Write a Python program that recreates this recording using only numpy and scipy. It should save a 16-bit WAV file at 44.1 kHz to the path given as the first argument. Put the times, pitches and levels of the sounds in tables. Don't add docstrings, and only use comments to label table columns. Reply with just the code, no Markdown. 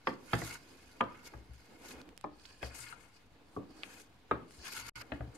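import sys
import numpy as np
from scipy import signal
from scipy.fft import rfft, irfft, next_fast_len
from scipy.io import wavfile
from scipy.ndimage import uniform_filter1d, map_coordinates

SR = 44100
rng = np.random.default_rng(int(sys.argv[2]) if len(sys.argv) > 2 else 0)


def voltage_ratio(decibels):
    exponent = np.asarray(decibels, float) / 20
    return 10 ** exponent


def persist_wave(psi):
    counts = np.round(np.clip(psi, -1, 1) * 32767).astype(np.int16)
    wavfile.write(sys.argv[1], SR, np.atleast_2d(counts).T)


N = 237037

# (frequency [Hz], left-right likeness [0-1])
ALIKE = [(60, .88), (300, .82), (700, .5), (1400, .3), (2800, .14), (6000, .04), (12000, .16)]
# (frequency [Hz], width [Hz], level [dB])
BOTTOM = [(915, 110, -2.5), (1450, 190, 0), (1800, 200, -5), (2160, 140, .5), (2600, 200, -3),
          (2900, 350, -4.5)]
# (frequency [Hz], width [Hz], level [dB])
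WALL = [(2580, 120, -5), (2890, 91, 4), (3330, 140, -7.5), (3890, 350, 0.5), (4540, 450, 6), (5130, 430, 6),
        (6410, 1600, -1)]


def unit(x):
    return x / np.sqrt(np.mean(x ** 2) + 1e-20)


def along(points, hz):
    f, v = np.transpose(points)
    return np.interp(np.log(hz + 1), np.log(f + 1), v)


def curves(rows):
    s, *columns = np.transpose(rows)
    return [np.interp(np.arange(N) / SR, s, c) for c in columns]


def wobble(rate):
    knots = rng.standard_normal(int(N * rate / SR) + 4)
    return map_coordinates(knots, [np.arange(N) * rate / SR], order=1)


def filtered(x, response):
    m = next_fast_len(N + SR // 2)
    return irfft(rfft(x, m) * response(np.fft.rfftfreq(m, 1 / SR)), m)[..., :N]


def resonances(modes):
    def response(f):
        total = 0
        for k, (centre, width, db) in enumerate(modes):
            damping = 1j * f * width
            total = total + (-1) ** k * voltage_ratio(db) * damping / (centre * centre - f * f + damping)
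        return total
    return response


def spread(hz):
    return np.arccos(along(ALIKE, hz))


def pair(response, grit_db=0., rate=300, patchy_db=1.5):
    rough = rng.standard_normal((2, N)) * voltage_ratio(grit_db * wobble(rate))
    z = signal.stft(rough, nperseg=256)[2]
    blotches = uniform_filter1d(rng.standard_normal(z.shape[1:]), size=4, axis=0)
    blotches = unit(uniform_filter1d(blotches, size=10, axis=1))
    noise = signal.istft(z * voltage_ratio(patchy_db * blotches), nperseg=256)[1][:, :N]

    def mid_side(hz):
        turn = spread(hz) / 2
        return response(hz) * [np.cos(turn), np.sin(turn)]

    mid, side = filtered(noise, mid_side)
    return unit(np.array([mid + side, mid - side]))


def add(out, s, sound, pan_db):
    at = round(s * SR)
    out[:, at:at + sound.shape[-1]] += sound * voltage_ratio([[pan_db / 2], [-pan_db / 2]])


def knocks():
    # (time [s], peak [dB], edge [dB], top [dB], left-right [dB])
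    blows = [(0.071, -25.5, -10.5, -17, -1.5), (0.332, -25, -7.5, -14, -3), (0.417, -39.5, -1, -57, 2),
             (1.007, -29, -14.5, -16, -2.5), (1.335, -52.5, -11, -43, 1), (2.241, -34.5, -31, -30, 5),
             (2.628, -34, -10.5, -16, 8), (2.925, -52, -19, -1, 7), (3.564, -42, -74, -39, 2.5),
             (3.834, -54.5, 11, -1, 23), (4.311, -23.5, -21, -24, 2.5), (5.012, -46, -4.5, -42, 2),
             (5.119, -37.5, -8.5, -4.5, 5.5), (5.206, -40, -15, -18, 3)]
    # (body [dB], favoured mode [Hz], its boost [dB], favoured body mode [Hz],
    # ring length [factor])
    spots = [(-0.5, 704, 2.5, 310, 0.69), (-0.5, 1400, 11.5, 198, 0.76), (8.5, 716, 10.5, 96, 0.63),
             (-2, 1178, 11, 510, 1.09), (3.5, 784, 21, 320, 1.47), (-0.5, 845, 17.5, 312, 0.69),
             (-3, 676, 9, 450, 0.5), (-6, 1378, 26.5, 234, 1.3), (10, 250, 2, 388, 1.1),
             (-10, 1640, -17, 430, 0.36), (-1, 1082, 13, 312, 0.67), (-20, 1400, 19, 240, 0.52),
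             (4, 678, 5.5, 230, 0.72), (2.5, 690, 13.5, 312, 0.39)]
    booms_db = [-6, -12, -12, -8, -3, -14, -14, -14, -9, -21, -4, -20, -11, -15]
    # (frequency [Hz], level [dB], t60 [s])
    pan_modes = [(198, 7.5, 0.17), (236, 12.5, 0.067), (309.3, 2.5, 0.2), (432, 11, 0.063), (541, 2, 0.14),
                 (690, 5, 0.081), (821, 10, 0.027), (920, 3, 0.066), (1067, 5, 0.044), (1175, 9, 0.057),
                 (1283, 0, 0.036), (1425, 9, 0.028), (1600, 10, 0.058), (1750, 4, 0.12),
                 (1992, 11.5, 0.051), (2223, 17, 0.017), (2555, 14, 0.043), (2744, 5, 0.053),
                 (2920, -6.5, 0.15), (3230, 12, 0.037), (3390, 11.5, 0.014), (3940, 3.5, 0.039),
                 (4300, -36, 0.076), (4900, -35, 0.02)]
    thud_base_db, softest_edge_db = -4.5, -8
    body_late_hz = 350

    out, t = np.zeros((2, N + SR)), np.arange(SR // 7) / SR
    hz, level_db, t60 = np.transpose(np.repeat(pan_modes, 2, axis=0))[:, :, None]
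    luck = rng.standard_normal((len(blows), 5, len(hz), 1))
    slosh = rng.standard_normal((len(blows), len(hz), 24)).cumsum(axis=2)
    knots = np.clip(1 - abs(t / t[-1] * 23 - np.arange(24)[:, None]), 0, 1)
    band = signal.butter(3, [.011, .13], "band")
    puffs = signal.lfilter(*band, rng.standard_normal((len(blows), 2, len(t))))
    swell_in = 1 - np.exp(-t * hz / 2.2 / (1 + (body_late_hz / hz) ** 2))
    fade_out = 1 - (t / t[-1]) ** 4

    def near(centre_hz):
        return np.exp(-(np.log(hz / centre_hz) / 0.057) ** 2)

    for blow, spot, chance, drift, puff, boom_db in zip(blows, spots, luck, slosh, puffs, booms_db):
        s, db, edge_db, top_db, pan_db = blow
        body_db, main_hz, main_db, low_hz, length = spot
        size, life, lead, tune, start = chance

        boom = uniform_filter1d(puff[:, ::-1], size=16, axis=1) * (1 - np.exp(-t / 0.004)) * fade_out
        add(out, s, voltage_ratio(db + boom_db - 60 * t / 0.23) * boom, pan_db)

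        band_db = along([(420, body_db), (800, 0), (1300, 0), (2300, edge_db), (4200, top_db)], hz)
        start_db = level_db + band_db + main_db * near(main_hz) + 7 * near(low_hz) + size
        fall = voltage_ratio(start_db - 60 * t / (t60 * length * np.exp(life / 10))) * swell_in * fade_out
        turn = 2 * np.pi * hz * (1 + 0.04 * tune) * t + 0.83 * start
        turn = turn + 1.7 * drift @ knots
        lag = 0.52 * spread(hz) * np.sign(lead) * [[[1]], [[-1]]]
        add(out, s, voltage_ratio(db - 11.0) * (fall * np.sin(turn + lag)).sum(axis=1), pan_db)

        thud_db = db + thud_base_db + max(edge_db, softest_edge_db)
        thud = puff * (1 - np.exp(-(t / 0.002) ** 2))
        crack = np.gradient(thud, axis=1)
        add(out, s, voltage_ratio(thud_db - 6.5 - 60 * t / 0.068) * thud, pan_db)
        add(out, s, voltage_ratio(thud_db - 3.5 - 60 * t / 0.021) * crack, pan_db)
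    return out[:, :N]


def rings():
    # (time [s], level [dB], [(frequency [Hz], level [dB], t60 [s])])
    clear = [
        (0.07, -29.5, [(530, -5, 0.06), (982, -2, 0.094), (1175, -5, 0.11), (1640, -3, 0.044), (3140, -10, 0.036)]),
        (0.332, -33, [(805, -21, 1), (2020, 5.5, 0.042), (3186, -14, 0.21), (4410, -6, 0.057), (4850, -8, 0.087)]),
        (0.416, -41.5, [(670, 0, .04), (1440, 1, 0.03), (2050, 6.5, 0.034)]),
        (1.007, -20.5, [(922, 0.5, 0.047), (1182, -4, 0.06), (1270, -29, 0.67), (2290, -18, 0.04), (3140, -12.5, 0.029)]),
        (2.241, -37, [(289, -7.5, 0.33), (605, -5.5, 0.13), (970, 5.5, 0.05), (2330, -10.5, 0.032)]),
        (2.628, -40.5, [(486, 7, 0.032), (670, 0.5, 0.089), (2210, -7, 0.094), (2745, -23, 0.13)]),
        (3.564, -41.5, [(307, -8.5, 0.99), (401, 5, 0.099), (764, -2, 0.047), (1065, 3, 0.082)]),
        (4.3115, -27.5, [(407, 0, 0.072), (1050, -4, 0.015), (1190, 2, 0.031), (1500, -12, 0.025), (2400, -19, 0.11), (3570, -22, 0.065)]),
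        (5.119, -41.5, [(315.3, -5.5, 0.53), (610, 6, 0.052), (1390, -6, 0.1), (1783, -3, 0.075)]),
    ]
    # (frequency [Hz], phase [rad])
    port_lead = [(300, -0.58), (1000, 1.15), (2000, -0.9), (4000, 1.84)]
    blur = 0.11
    out, t = np.zeros((2, N + SR)), np.arange(SR // 3) / SR
    for s, db, modes in clear:
        hz, level_db, t60 = np.transpose(modes)[:, :, None]
        walk = rng.standard_normal((len(hz), len(t))).cumsum(axis=1) * np.sqrt(hz / SR)
        walk = uniform_filter1d(walk, size=90, axis=1)
        fall = voltage_ratio(db + level_db - 60 * t / t60) * (1 - np.exp(-t / 0.0011)) * (1 - (t / t[-1]) ** 2)
        turn = 2 * np.pi * (hz * t + blur * walk) + along(port_lead, hz) * [[[.5]], [[-.5]]]
        add(out, s, (fall * np.sin(turn)).sum(axis=1), 0)
    return out[:, :N]


def catches():
    # (time [s], jump of the hiss [dB], jump of the bottom scrape [dB])
    slips = [(0.379, 2.5, -7), (0.424, 6.5, 8), (0.455, 1, -7), (0.478, -3.5, -1), (0.5, -1.5, -3.5),
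             (0.53, -0.5, -2), (0.548, -3.5, -3), (1.879, 6.5, 2), (1.93, -2.5, 2), (2.744, 4.5, -4),
             (2.78, 3.5, 4), (2.808, 2.5, -1.5), (2.839, -2, 6.5), (2.859, -4.5, -1), (2.89, -2, 7.5),
             (2.915, -2.5, 1), (3.0, 8.5, 1.5), (3.082, 3, 8), (3.886, 4, 13.5), (3.991, 5.5, 0),
             (4.643, 15, 8.5), (4.667, -0.5, 0), (4.7, 1, -6), (4.717, 8, 5.5), (4.748, 5, 0.5),
             (4.764, 7.5, 11), (4.794, 5, 0), (4.815, -3, 0), (4.85, 1, 3.5), (4.88, 8, 3.5),
             (4.955, 1.5, 6.5), (4.98, -1, -1.5), (5.005, 5, 6)]
    slip_db, rub_db = np.zeros((2, N + SR))
    since = np.arange(SR // 5) / SR
    jump = (1 - np.exp(-since / 0.0048)) * np.exp(-since / 0.031)
    for s, hiss_jump_db, rub_jump_db in slips:
        at = round(s * SR)
        slip_db[at:at + len(jump)] += hiss_jump_db * jump
        rub_db[at:at + len(jump)] += rub_jump_db * jump
    return slip_db[:N], rub_db[:N]


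def stroke():
    # (time [s], hold [s], bottom scrape [dB], wall scrape [dB], hiss [dB])
    slides = [(0.073, 0.014, -60, -55.5, -61), (0.333, 0.088, -49.5, -68, -50.5),
              (0.45, 0.11, -50, -65, -50.5), (1.01, 0.0026, -34.5, -68, -79), (1.08, 0.2, -63, -84, -90),
              (1.257, 0.02, -61, -64, -55), (1.853, 0.085, -57.5, -75, -59),
              (1.936, 0.079, -61.5, -74, -70.5), (2.418, 0.24, -68, -67.5, -71),
              (2.628, 0.044, -55.5, -55.5, -58), (2.698, 0.069, -58.5, -68, -68.5),
              (2.749, 0.17, -56, -61.5, -55), (2.963, 0.099, -66.5, -94, -76),
              (3.15, 0.013, -69.5, -69, -72), (3.547, .01, -98, -81, -71), (3.797, 0.064, -64, -67, -71),
              (3.836, 0.16, -64, -74, -62.5), (4.307, 0.15, -68.5, -98, -87), (4.516, 0.071, -69, -68, -64),
              (4.627, 0.053, -57.5, -52, -65), (4.671, 0.22, -53.5, -60, -57.5),
              (4.946, 0.074, -52.5, -56, -56.5), (5.116, 0.073, -65, -90, -101),
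              (5.349, 0.007, -70, -73, -65)]
    # (rise [s], fall [s], left-right [dB], tilt onto its edge [0-1], custard drag [dB])
    grip = [(0.021, 0.097, -1, 0.15, -68), (0.11, 0.033, -4.5, 0.06, -54), (0.035, 0.029, -1.5, 0.09, -63),
            (0.0054, 0.0057, -8, 0.7, -43), (.1, 0.079, -4.5, .6, -82), (0.05, 0.019, 2, 0, -64),
            (0.11, 0.021, 1, 0.09, -60), (0.082, 0.041, -1.5, 0.2, -54), (0.15, 0.041, -2, 0.47, -68.5),
            (0.018, 0.045, 0, 0.2, -51), (0.045, 0.022, 0.5, 0.5, -64), (0.03, 0.042, 5, 0.46, -66.5),
            (0.044, 0.066, 11, 0.55, -67.5), (0.078, 0.067, 2, 0.4, -83), (0.11, 0.066, 0, 0.3, -88),
            (0.22, 0.025, -4, 0.4, -63.5), (0.0091, 0.11, 3, 0.15, -63), (0.027, 0.053, 2, .5, -59.5),
            (0.054, 0.058, -0.5, 0.5, -86.5), (0.049, .04, 3.5, 0.4, -60), (0.018, 0.019, 2.5, 0.02, -76),
            (.02, 0.0051, -4, 0.13, -78), (0.065, 0.24, -1, .4, -59), (0.0095, 0.045, 5, 0.8, -75)]
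    # (time [s], custard drag [dB], light trailing contact [dB])
    stirring = [(0, -67, -77.5), (.23, -69, -73.5), (.58, -67.5, -64), (.65, -62, -67), (.9, -66.5, -68),
                (1.02, -62, -77), (1.31, -63.5, -71), (1.34, -57.5, -73), (1.52, -72.5, -76),
                (1.55, -74.5, -70), (1.72, -59, -71.5), (1.8, -60, -80), (1.95, -61.5, -85),
                (2.08, -58, -83), (2.3, -80, -81.5), (2.93, -79, -74), (3.3, -69, -81.5), (3.6, -61.5, -79),
                (4.3, -70, -79), (5.37, -58.5, -77)]
    # (time [s], place [0 middle to 1 rim])
    place = [(0, 0.46), (.57, 0.086), (.7, 0.79), (1.2, 0.1), (1.8, 0.38), (2.6, 0.96), (2.75, 0.44),
             (2.92, 0.23), (3.0, 0.17), (3.9, 0.62), (4.35, 0.21), (4.66, 0.71), (4.74, 0.091),
             (5.02, 0.064), (5.37, 0.37)]
    # (frequency [Hz], width [Hz], level [dB])
    drag_modes = [(272.4, 99, 1), (329.6, 130, 0), (461, 119, -1.5), (566, 266, -6), (763, 334, -8.5)]
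    # (frequency [Hz], density [dB per Hz])
    flat_hiss = [(2820, -13), (3400, -11.5), (4200, -8), (4800, -6.5), (5760, -10), (6590, -6.5),
                 (8150, -15), (11600, -12), (13200, -18.5), (15700, -32.5)]
    # (frequency [Hz], density [dB per Hz])
    edge_squeak = [(3240, -38), (5500, -7.5), (7510, 2.5), (9220, 1.5), (9850, 1), (10400, -55.5),
                   (12000, -27), (15700, -22)]
    ramp_db = 20
    rim_stiffer = 1.155
    trail_bottom_db, trail_wall_db, trail_pan_db, trail_tilt = 1.5, -3.5, -2, 0.084

    t = np.arange(N) / SR
    stir_db, trail_db = curves(stirring)
    start, hold, bottom_db, wall_db, hiss_db = np.transpose(slides)
    rise, fall, pan_db, tilt, drag_db = np.transpose(grip)
    before = (start[:, None] - t) / rise[:, None]
    after = (t - (start + hold)[:, None]) / fall[:, None]
    away = np.clip(np.maximum(before, after), 0, 8)
    press = np.vstack([voltage_ratio(-2 * ramp_db * away), voltage_ratio(2 * trail_db)])
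    ports = voltage_ratio(np.outer([1, -1], np.append(pan_db, trail_pan_db)))
    edge = np.append(tilt, trail_tilt)

    def gain(db, trailing_db, share=1):
        return np.sqrt(share * ports * voltage_ratio(2 * np.append(db, trailing_db)) @ press)

    def twice(modes):
        return lambda hz: resonances(modes)(hz) ** 2

    slip_db, rub_db = catches()
    judder_db, heave_db = 1.6 * wobble(35), 1.8 * wobble(20)

    wade = np.sqrt(voltage_ratio(2 * stir_db) + voltage_ratio(2 * drag_db) @ press[:-1])
    drag = wade * voltage_ratio(heave_db) * pair(resonances(drag_modes), grit_db=2.0, rate=48, patchy_db=0.5)

    rim = curves(place)[0]
    bottom_grit = dict(grit_db=3.5, rate=110, patchy_db=2.)
    middle = pair(twice(BOTTOM), **bottom_grit)
    outer = pair(lambda hz: twice(BOTTOM)(hz / rim_stiffer), **bottom_grit)
    bottom = voltage_ratio(judder_db + rub_db) * (np.sqrt(1 - rim) * middle + np.sqrt(rim) * outer)

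    wall = voltage_ratio(judder_db + 0.055 * slip_db) * pair(twice(WALL), grit_db=2.5, rate=150, patchy_db=2.5)

    hiss_grit = dict(grit_db=2.3, rate=220, patchy_db=2.)
    flat = pair(lambda hz: voltage_ratio(along(flat_hiss, hz)), **hiss_grit)
    tilted = pair(lambda hz: voltage_ratio(along(edge_squeak, hz)), **hiss_grit)
    hiss = gain(hiss_db, 0, 1 - edge) * flat + gain(hiss_db, 0, edge) * tilted
    hiss = voltage_ratio(judder_db + 1.45 * slip_db) * hiss

    scrape = gain(bottom_db, trail_bottom_db) * bottom + gain(wall_db, trail_wall_db) * wall
    return drag + scrape + hiss


def ticks():
    # (time [s], peak [dB], wall over bottom [dB], left-right [dB])
    trips = [(0.9925, -54, 6, 0), (1.896, -55, 3, 0), (1.915, -44, 9, -5), (2.455, -51.5, 16, -5),
             (2.461, -57, 15, -5), (5.019, -40, -6, 8), (0.5517, -46, 2, 0), (4.306, -62, 7, -3),
             (4.6308, -50, 6, -4), (4.641, -47, 8, 10), (4.667, -32, -6, 4), (4.7192, -39, 0, 3),
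             (4.75, -42, 4, 3), (4.764, -34, -1.5, -9), (4.771, -47, -2, 1), (4.7944, -45, -7, -3),
             (4.798, -43, 0, 0), (4.81, -39, 0, 8), (4.823, -46, -3, 5), (4.846, -41.5, -12, 3),
             (4.864, -48.5, -3, 3), (4.9595, -36.5, -2, -2.5), (5.0124, -38, -15, 5)]
    low, high = np.zeros((2, 2, N + SR))
    t = np.arange(SR // 40) / SR
    burst = voltage_ratio(-60 * t / 0.025) * (1 - np.exp(-t / .0007))
    for s, db, wall_db, pan_db in trips:
        slip = rng.standard_normal((2, len(t))) * burst
        add(low, s, voltage_ratio(db + 8.5) * slip, pan_db)
        add(high, s, voltage_ratio(db + wall_db - 6.5) * slip, pan_db)
    return filtered(low[:, :N], resonances(BOTTOM)) + filtered(high[:, :N], resonances(WALL))


def thumps():
    # (time [s], peak [dB], upper mode [dB], t60 [s])
    rocks = [(0.074, -61.5, 15.5, 0.24), (0.335, -37, 9, 0.17), (0.418, -45.5, 5, 0.3),
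             (1.009, -56, 7.5, 0.36), (1.346, -43.5, -4, 0.19), (1.38, -48, -30, 0.27),
             (1.494, -44, -9.5, 0.31), (1.946, -52, -9, 0.23), (2.246, -61, 0.5, 0.33),
             (2.63, -40.5, -6.5, 0.35), (2.8, -70, 14.5, 0.45), (3.576, -60, 16.5, 0.15),
             (4.312, -44.5, 1.5, 0.31), (4.581, -48.5, -43, 0.18), (4.808, -59.5, 0.5, 0.81),
             (4.958, -57, 3, 0.48), (5.121, -39, -2, 0.14), (5.204, -37, -0.5, 0.24),
             (5.277, -52, 12.5, 0.13)]
    plate_hz = [66.5, 116.6]
    out, t = np.zeros((2, N + SR)), np.arange(SR // 2) / SR
    turns = 2 * np.pi * np.array(plate_hz)[:, None, None] * t
    low, upper = np.sin(turns + [[.15], [-.15]])
    for s, db, upper_db, t60 in rocks:
        fall = voltage_ratio(db + 2.0 - 60 * t / t60) * (1 - np.exp(-t / 0.0021))
        add(out, s, fall * (low + voltage_ratio(upper_db) * upper), 1.8)
    return out[:, :N]


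def snaps():
    bursts = [(1.008, -45, 7300, -1, -20), (2.2415, -50, 4900, -10, -13), (4.313, -52.5, 8550, 6, -15),
              (1.04, -48, 3390, 13, -21), (1.536, -66, 3800, -1, 17), (2.0034, -59, 2520, -4, 1),
              (2.016, -43, 4300, -8, -5), (2.055, -66, 11000, 0, -10), (2.0374, -66, 2560, 0, -14),
              (2.0909, -48.5, 2370, -14, -5), (2.1665, -64, 2130, 0, 6), (2.177, -42, 2950, -12.5, 3.5),
              (2.212, -51.5, 2220, -11, 2), (2.398, -54, 4200, -17, -23), (2.4543, -37.5, 3470, -9, -16),
              (3.8342, -29, 2980, -14, -19), (4.509, -56.5, 2170, 14, 5)]
    out, t = np.zeros((2, N + SR)), np.arange(-SR // 200, SR // 50) / SR
    swell = np.where(t < 0, -t / .0012, t / .003)
    spray_shape = voltage_ratio(-70 * swell) + voltage_ratio(-22 - 12 * swell) * (t > 0)
    body = np.sin(2 * np.pi * 1400 * t) * voltage_ratio(-90 * swell)
    for s, db, hz, pan_db, spray_db in bursts:
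        click = np.sin(2 * np.pi * hz * t) * voltage_ratio(-120 * swell)
        spray = voltage_ratio(spray_db - 1) * rng.standard_normal((2, len(t))) * spray_shape
        add(out, s + t[0], voltage_ratio(db + 2.5) * (click + spray + voltage_ratio(spray_db - 7) * body), pan_db)
    return filtered(out[:, :N], lambda hz: 1 / (1 + (hz / 12000) ** 10))


def room(hits):
    # (frequency [Hz], t60 [s])
    decay = [(150, 0.65), (600, 0.38), (2000, 0.26), (5000, 0.28), (12000, 0.18)]
    out, step = np.zeros((2, N + SR)), SR // 4
    for at in range(0, N, step):
        hz, t, z = signal.stft(rng.standard_normal((2, SR // 2)), SR, nperseg=256)
        alike = along(ALIKE, hz)[:, None]
        z[1] = alike * z[0] + np.sqrt(1 - alike ** 2) * z[1]
        tail = signal.istft(z * voltage_ratio(-60 * t / along(decay, hz)[:, None]), SR, nperseg=256)[1]
        wet = signal.fftconvolve(hits[:, at:at + step], tail / np.linalg.norm(tail[0]), axes=1)
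        add(out, at / SR + 0.0041, wet, 0)
    return out[:, :N]


def kitchen():
    # (frequency [Hz], density [dB per Hz])
    hum_and_air = [(15, 4), (25, 7), (49, -2), (216, -11.5), (391, -29), (472, -22), (688, -18.5),
                   (1030, -19), (1120, -20), (2310, -23.5), (3860, -25.5), (5780, -38.5), (9910, -50),
                   (11000, -45), (15700, -47.5)]
    return voltage_ratio(-61 + 0.11 * wobble(0.99)) * pair(lambda hz: voltage_ratio(along(hum_and_air, hz)))


def scene():
    wood = signal.butter(4, 5200, fs=SR, output="sos")
    blows = signal.sosfilt(wood, knocks() + rings())
    pops = snaps()
    echo = voltage_ratio(-10.5) * room(blows + voltage_ratio(-8.5) * pops)
    return blows + stroke() + ticks() + thumps() + pops + echo + kitchen()


def low_pass(x):
    return signal.sosfilt(signal.butter(12, 15820, fs=SR, output="sos"), x)


def record(dry):
    # (frequency [Hz], left-right [dB])
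    lean = [(100, 2), (250, -3), (600, 0), (1100, 0.5), (2200, 2), (4500, -1.5), (9000, 5), (14000, -1)]
    # (time [s], level [dB])
    dropout = [
        (4.8955, 0),
        (4.897, -23),
        (4.907, -26),
        (4.91, -50),
        (4.917, -60),
        (4.9195, -90),
        (4.946, -90),
        (4.95, -32),
        (4.9545, -26),
        (4.9562, 0),
    ]
    top_hz = 15780
    heard = signal.sosfilt(signal.butter(4, 46, "high", fs=SR, output="sos"), dry)
    heard = filtered(heard, lambda hz: voltage_ratio(along(lean, hz) * [[.5], [-.5]]) * (hz < top_hz))
    low = signal.sosfilt(signal.butter(4, 4500, fs=SR, output="sos"), heard)
    loss = voltage_ratio(curves(dropout)[0])
    heard = loss * low + loss ** 3 * (heard - low)
    offset = -.0004 * np.interp(np.arange(N) / SR, [4.919, 4.9195, 4.935, 4.956], [1, 0, 0, 1])
    return low_pass(heard + offset)


dry = scene()
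out = record(dry)
persist_wave(out)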